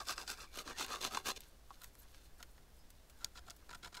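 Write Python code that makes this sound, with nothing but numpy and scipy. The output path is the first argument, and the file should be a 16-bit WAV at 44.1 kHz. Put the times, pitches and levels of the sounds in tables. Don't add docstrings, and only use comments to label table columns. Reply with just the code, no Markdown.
import sys
import numpy as np
from scipy import signal
from scipy.fft import rfft, irfft
from scipy.io import wavfile
from scipy.ndimage import map_coordinates

SR = 44100
rng = np.random.default_rng(int(sys.argv[2]) if len(sys.argv) > 2 else 0)


def int16_out(signal):
    q = np.round(np.clip(np.atleast_2d(signal).T, -1, 1) * 32767)
    wavfile.write(sys.argv[1], SR, q.astype(np.int16))


N = 176400
T = np.arange(N) / SR


def undb(db):
    return 10 ** (np.asarray(db) / 20)


def unit(x):
    return x / np.sqrt(np.mean(x ** 2))


def walk(per_s):
    return 1.67 * np.interp(T * per_s, np.arange(N), rng.standard_normal(N))


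def curve_db(hz, colour):
    points_hz, points_db = np.array(colour).T
    return np.interp(np.log(hz + 1), np.log(points_hz), points_db)


def burst(start, decay):
    return (T >= start) * np.exp(-np.minimum(np.abs(T - start) / decay, 50))


def swell(peak, rise, fall, shape=2.9):
    from_peak = np.abs(T - peak) / np.where(T < peak, rise, fall)
    return np.exp(-np.minimum(from_peak, 8) ** shape)


def fibres(per_s=6000, scatter_db=4):
    clicks = (rng.random(N) < per_s / SR) * rng.choice([-1, 1], N)
    sizes = undb(scatter_db * np.minimum(rng.exponential(size=N), 5))
    return unit(clicks * sizes)


def blows(rows, decay_s, crumble=1):
    clicks = np.zeros(N)
    for start, db in rows:
        clicks[int(start * SR)] += undb(db) * np.sqrt(.002 * SR)
    trails = sum(undb(db) * burst(start, decay_s) for start, db in rows)
    return clicks + crumble * rng.standard_normal(N) * trails


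def resonate(x, hz, width_hz):
    turn = np.exp(2j * np.pi * np.cumsum(hz * np.ones(N)) / SR)
    pole = np.exp(-np.pi * width_hz / SR)
    return 2 * np.real(turn * signal.lfilter([1 - pole], [1, -pole], x / turn))


def lift(x, hz, width_hz, db):
    return unit(x + undb(db) * resonate(x, hz, width_hz)) * np.std(x)


def note(hz, width_hz):
    return unit(resonate(resonate(rng.standard_normal(N), hz, width_hz), hz, width_hz))


def ring(force, response):
    return signal.oaconvolve(force, response)[:N]


BAND_EDGES_HZ = [85, 680, 2000, 7800, 17000]
LOG, RING, RASP, GRIT = range(4)
def body(colour, modes=(), band=None, size=8192):
    hz = np.arange(size // 2 + 1) * SR / size + 1
    peaks = sum(undb(db) ** 2 / (1 + (2 * (hz - centre) / width) ** 2) for centre, width, db in modes)
    power = undb(curve_db(hz, colour)) ** 2 * (1 + peaks)
    if band is not None:
        low, high = BAND_EDGES_HZ[band:band + 2]
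        power = power / (1 + (low / hz) ** 10) / (1 + (hz / high) ** 10)
    cepstrum = irfft(np.log(power + 1e-9))[:size // 2]
    bending_lag_s = .00141
    phase_lag = 4 * np.pi * bending_lag_s * np.sqrt(1000 * hz)
    response = irfft(np.exp(rfft(cepstrum, size) - 1j * phase_lag))[:size // 2]
    return response / np.linalg.norm(response)


# frequency in Hz, relative level in dB.
AIR_COLOUR = [(12, -1.5), (35, -8.5), (90, -19.5), (300, -25.5), (600, -28), (1400, -34.5), (2600, -38.5),
              (5100, -38.5), (7000, -41.5), (15500, -45)]
def air():
    hz = np.arange(N // 2 + 1) * SR / N
    rumble_hz, half_width_hz = 52.4, 14.6
    hush = irfft(rfft(rng.standard_normal(N)) * undb(curve_db(hz, AIR_COLOUR)), N)
    rumble = irfft(rfft(rng.standard_normal(N)) / (1 + ((hz - rumble_hz) / half_width_hz) ** 2), N)
    return undb(-60.5) * unit(hush) + undb(-66) * unit(rumble)


# peak time and half length in seconds, pitch in Hz, level in dB.
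WHISTLES = [(0.428, 0.15, 2340, -71), (.75, 0.041, 1820, -62), (2.803, 0.022, 5070, -74)]
def birds():
    return sum(undb(db) * swell(at, half, half) * note(hz, width_hz=130) for at, half, hz, db in WHISTLES)


def reflections(x, t60_s=.055, size=12000):
    tail = rng.standard_normal(size) * undb(-60 * T[:size] / t60_s) * (T[:size] > .002)
    return ring(x, tail / np.linalg.norm(tail))


# time in seconds, level in dB.
RUB_LEVELS = [(1.3, -74), (1.44, -63), (1.56, -81), (1.75, -66), (1.8, -69.5), (1.87, -62), (1.92, -74),
              (2.0, -68.5), (2.17, -65.5), (2.33, -78), (2.4, -65), (2.47, -73), (2.8, -80.5), (3.15, -73),
              (4.0, -72.5)]
# frequency in Hz, relative level in dB.
RUB_COLOUR = [(200, -8.5), (1500, 7.5), (2500, -3), (5500, 4.5), (10000, -5.5), (13000, -4), (16000, -14)]
def rubbing():
    pressure = undb(np.interp(T, *np.array(RUB_LEVELS).T))
    out = 0
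    for band, share_db in [(RING, -8), (RASP, -5), (GRIT, -4)]:
        patches = unit(undb(2.8 * walk(per_s=35)))
        force = pressure * undb(share_db) * patches * fibres(per_s=3000, scatter_db=4.2)
        out = out + ring(force, body(RUB_COLOUR, SECOND_GRIP_MODES, band))
    return out


def squeak():
    return undb(-61) * swell(peak=1.997, rise=.0099, fall=.0099) * note(hz=12900, width_hz=1100)


# start and decay in seconds, then ring, rasp and grit levels in dB.
TICKS = [(.863, 0.0011, -58, -42, -41), (1.405, 0.0028, -62, -53.5, -47), (1.817, 0.0023, -78, -58, -50.5),
         (1.835, 0.0024, -53, -68, -49), (1.842, 0.0017, -66, -57, -43), (1.952, 0.0015, -56, -58, -55.5),
         (2.145, 0.0011, -56, -48.5, -68), (2.427, 0.0038, -54.5, -45.5, -51),
         (2.578, 0.0059, -59.5, -68, -82), (2.903, 0.0037, -70, -61.5, -54),
         (3.097, 0.0085, -63.5, -63.5, -59.5), (3.563, .0048, -69, -69, -58)]
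# frequency in Hz, relative level in dB.
TICK_COLOUR = [(200, -9), (1500, 2), (2500, -8.5), (4500, -5.5), (9000, -16.5), (16000, -19)]
def ticks():
    envelopes = sum(undb(levels)[:, None] * burst(at, decay) for at, decay, *levels in TICKS)
    return sum(ring(envelope * rng.standard_normal(N), body(TICK_COLOUR, band=band))
               for band, envelope in enumerate(envelopes, start=RING))


# start in seconds, level in dB.
KNOCKS = [(1.705, -46), (1.711, -48.5)]
# frequency in Hz, relative level in dB.
KNOCK_COLOUR = [(150, -12), (900, -5), (2200, -17), (5000, -13), (16000, -40)]
# centre and width in Hz, lift in dB.
KNOCK_MODES = [(764, 50, 15), (1099, 50, 24), (1250, 66, 14)]
def knock():
    return ring(blows(KNOCKS, decay_s=.0012), body(KNOCK_COLOUR, KNOCK_MODES))


# start in seconds, level in dB, the splinter's own ring in Hz.
SNAPS = [(3.2447, -34, 4730), (3.246, -34, 6800), (3.499, -49, 5470), (3.505, -45, 6600)]
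# frequency in Hz, relative level in dB.
SNAP_COLOUR = [(200, -11), (1300, -17), (2300, -10), (3800, -1), (6000, -2), (8000, -10.5), (9500, -8),
               (16000, -14)]
# centre and width in Hz, lift in dB.
SNAP_MODES = [(1900, 89, 11), (3370, 170, 6.5), (4720, 330, 0.5), (6880, 330, 6), (8260, 300, 9)]
def snaps():
    tip = body(SNAP_COLOUR, SNAP_MODES)
    out = 0
    for at, db, hz in SNAPS:
        crack = ring(blows([(at, db)], decay_s=.0014), tip)
        out = out + lift(crack, hz, width_hz=1200, db=6)
    return out


# peak time and half length in seconds, ring and rasp levels in dB.
SLIPS = [(1.818, 0.0071, -61.5, -64), (1.843, 0.011, -66, -59), (2.404, 0.0056, -59, -62.5),
         (3.233, 0.037, -63.5, -65), (3.361, 0.011, -62.5, -59), (3.377, 0.0066, -62.5, -56),
         (3.389, 0.0054, -57, -60), (3.469, 0.0057, -61.5, -66), (3.484, 0.0066, -56.5, -60),
         (3.508, 0.005, -53.5, -53.5), (3.693, 0.0032, -51, -56), (3.711, 0.0078, -51.5, -56.5),
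         (3.732, 0.0054, -52, -55.5), (3.751, 0.0063, -55, -53), (3.834, 0.0062, -54, -53),
         (3.848, 0.0042, -52, -49), (3.86, 0.0063, -52, -54), (3.875, 0.0061, -54.5, -55.5),
         (3.93, 0.0065, -59, -62), (3.951, 0.009, -56, -51), (3.973, 0.0073, -54, -50.5),
         (3.99, 0.0084, -57, -63)]
# frequency in Hz, relative level in dB.
TIP_COLOUR = [(100, -2.5), (300, -16), (600, -10), (1400, 2), (2300, -8), (4500, -8), (8000, -17.5),
              (11000, -24), (16000, -29)]
# centre and width in Hz, lift in dB.
TIP_MODES = [(704, 42, 11), (990, 30, 11), (1374, 93, 9.5), (1530, 29, 5), (3410, 85, 3.5), (4040, 220, 5),
             (5240, 87, 5.5), (6980, 300, 7), (8270, 87, 6)]
def chatter():
    pressures = 0
    for at, half, ring_db, rasp_db in SLIPS:
        band_gains = undb([ring_db - 6, ring_db, rasp_db, rasp_db - 8.5])
        pressures = pressures + band_gains[:, None] * swell(at, half, half)
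    return sum(ring(pressure * fibres(), body(TIP_COLOUR, TIP_MODES, band))
               for band, pressure in enumerate(pressures))


def end_echo(x, lag_s=.001601, strength=.38):
    lag = lag_s * np.exp(.144 * walk(per_s=12))
    echo = map_coordinates(x, [(T - lag) * SR], order=3)
    return (x - strength * echo) / np.hypot(1, strength)


def main_pitch(strokes, sag_per_s=2):
    at, _, _, hz, *_ = np.array(strokes).T
    nearest = np.searchsorted((at[1:] + at[:-1]) / 2, T)
    return hz[nearest] * np.exp(-sag_per_s * (T - at[nearest]))


# frequency in Hz, relative level in dB.
SCRAPE_COLOUR = [(70, -3.5), (190, -8), (550, -1.5), (1200, 4), (1950, -6), (3000, -9), (5800, -2),
                 (9000, -6.5), (12000, -8), (16000, -14.5)]
def scrape(strokes, catches, modes):
    ridges = unit(undb(1.5 * walk(per_s=450)))
    out = 0
    for band, shape in [(LOG, 2.9), (RING, 2.9), (RASP, 2.9), (GRIT, 3.1)]:
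        pressure = 0
        for at, rise, fall, _, *levels in strokes:
            drag = undb(-25.5) * swell(at, 2 * rise, 2 * fall)
            pressure = pressure + undb(levels[band]) * (swell(at, rise, fall, shape) + drag)
        force = pressure * ridges * fibres()
        if band in (RING, RASP):
            force = force + blows([(row[0], row[band]) for row in catches], decay_s=.0034, crumble=2)
        sound = ring(force, body(SCRAPE_COLOUR, modes, band))
        if band == RING:
            sound = lift(sound, main_pitch(strokes), width_hz=150, db=4)
        out = out + sound
    return out


# peak time, rise and fall in seconds,
# main resonance at the peak in Hz, then log, ring, rasp and grit levels in dB.
STROKES = [(.006, 0.039, 0.024, 1160, -54, -51, -53.5, -64),
           (.105, 0.037, 0.03, 1230, -57, -48, -44.5, -53.5),
           (.205, 0.039, 0.036, 1090, -59, -53.5, -54, -62),
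           (.3, 0.024, 0.042, 1480, -59, -53.5, -46, -53.5),
           (.41, 0.033, 0.042, 1300, -62.5, -55.5, -53.5, -64),
           (.595, 0.056, .026, 1280, -58.5, -54.5, -51, -57.5),
           (.702, 0.044, 0.028, 1250, -53.5, -54, -52.5, -65),
           (.817, 0.042, 0.034, 1210, -53, -47.5, -42.5, -54.5),
           (.928, 0.044, 0.041, 1210, -53.5, -45.5, -47.5, -59),
           (1.05, 0.038, 0.03, 1050, -50, -49, -42.5, -52),
           (1.15, .038, 0.046, 1220, -52.5, -48.5, -48, -57),
           (1.284, 0.029, 0.031, 1160, -48.5, -44, -39, -48.5),
           (1.372, 0.013, 0.0056, 1180, -58, -70, -50.5, -63)]
# start in seconds, ring and rasp levels in dB.
CATCHES = [(.002, -52.5, -51), (.087, -69, -55), (.179, -42, -44.5), (.214, -58, -50), (.277, -48.5, -44),
           (.587, -57, -46), (.676, -49.5, -54), (.696, -61, -60), (.708, -45.5, -62), (.808, -43, -49),
           (.938, -44, -66), (1.147, -44, -40.5), (1.171, -36, -44.5)]
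# centre and width in Hz, lift in dB.
FIRST_GRIP_MODES = [(754, 26, 5.5), (1565, 106, 11), (2610, 310, 11), (3540, 93, 13), (4080, 94, 12),
                    (4660, 220, 6), (5080, 300, 7.5), (7890, 310, 3.5)]
SECOND_GRIP_MODES = [(262, 28, 1.4), (382, 8.3, 6.6), (769, 9.3, 8.3), (646, 23, 1.9), (1600, 98, 8.7),
                     (2110, 40, 8.1), (2486, 120, 9.6), (2845, 360, 10.7), (3536, 104, 14),
                     (4100, 140, 11.6), (4530, 93, 8.2), (6460, 150, 2.8)]
def long_strokes(regrip_s=.5):
    out = 0
    for start, end, modes in [(0, regrip_s, FIRST_GRIP_MODES), (regrip_s, np.inf, SECOND_GRIP_MODES)]:
        strokes = [row for row in STROKES if start <= row[0] < end]
        catches = [row for row in CATCHES if start <= row[0] < end]
        out = out + scrape(strokes, catches, modes)
    return out


def scene():
    sliding = end_echo(long_strokes() + chatter() + rubbing())
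    work = sliding + ticks() + snaps() + knock() + squeak()
    mid = work + undb(-19) * reflections(work) + birds() + air()
    work_treble = np.diff(work, prepend=0)
    side = undb(-34.5) * reflections(work_treble) + undb(-22.5) * air()
    return np.array([mid + side, mid - side])


def record(dry):
    return signal.sosfilt(signal.ellip(10, .2, 70, 15700, fs=SR, output="sos"), dry)


dry = scene()
out = record(dry)
int16_out(out)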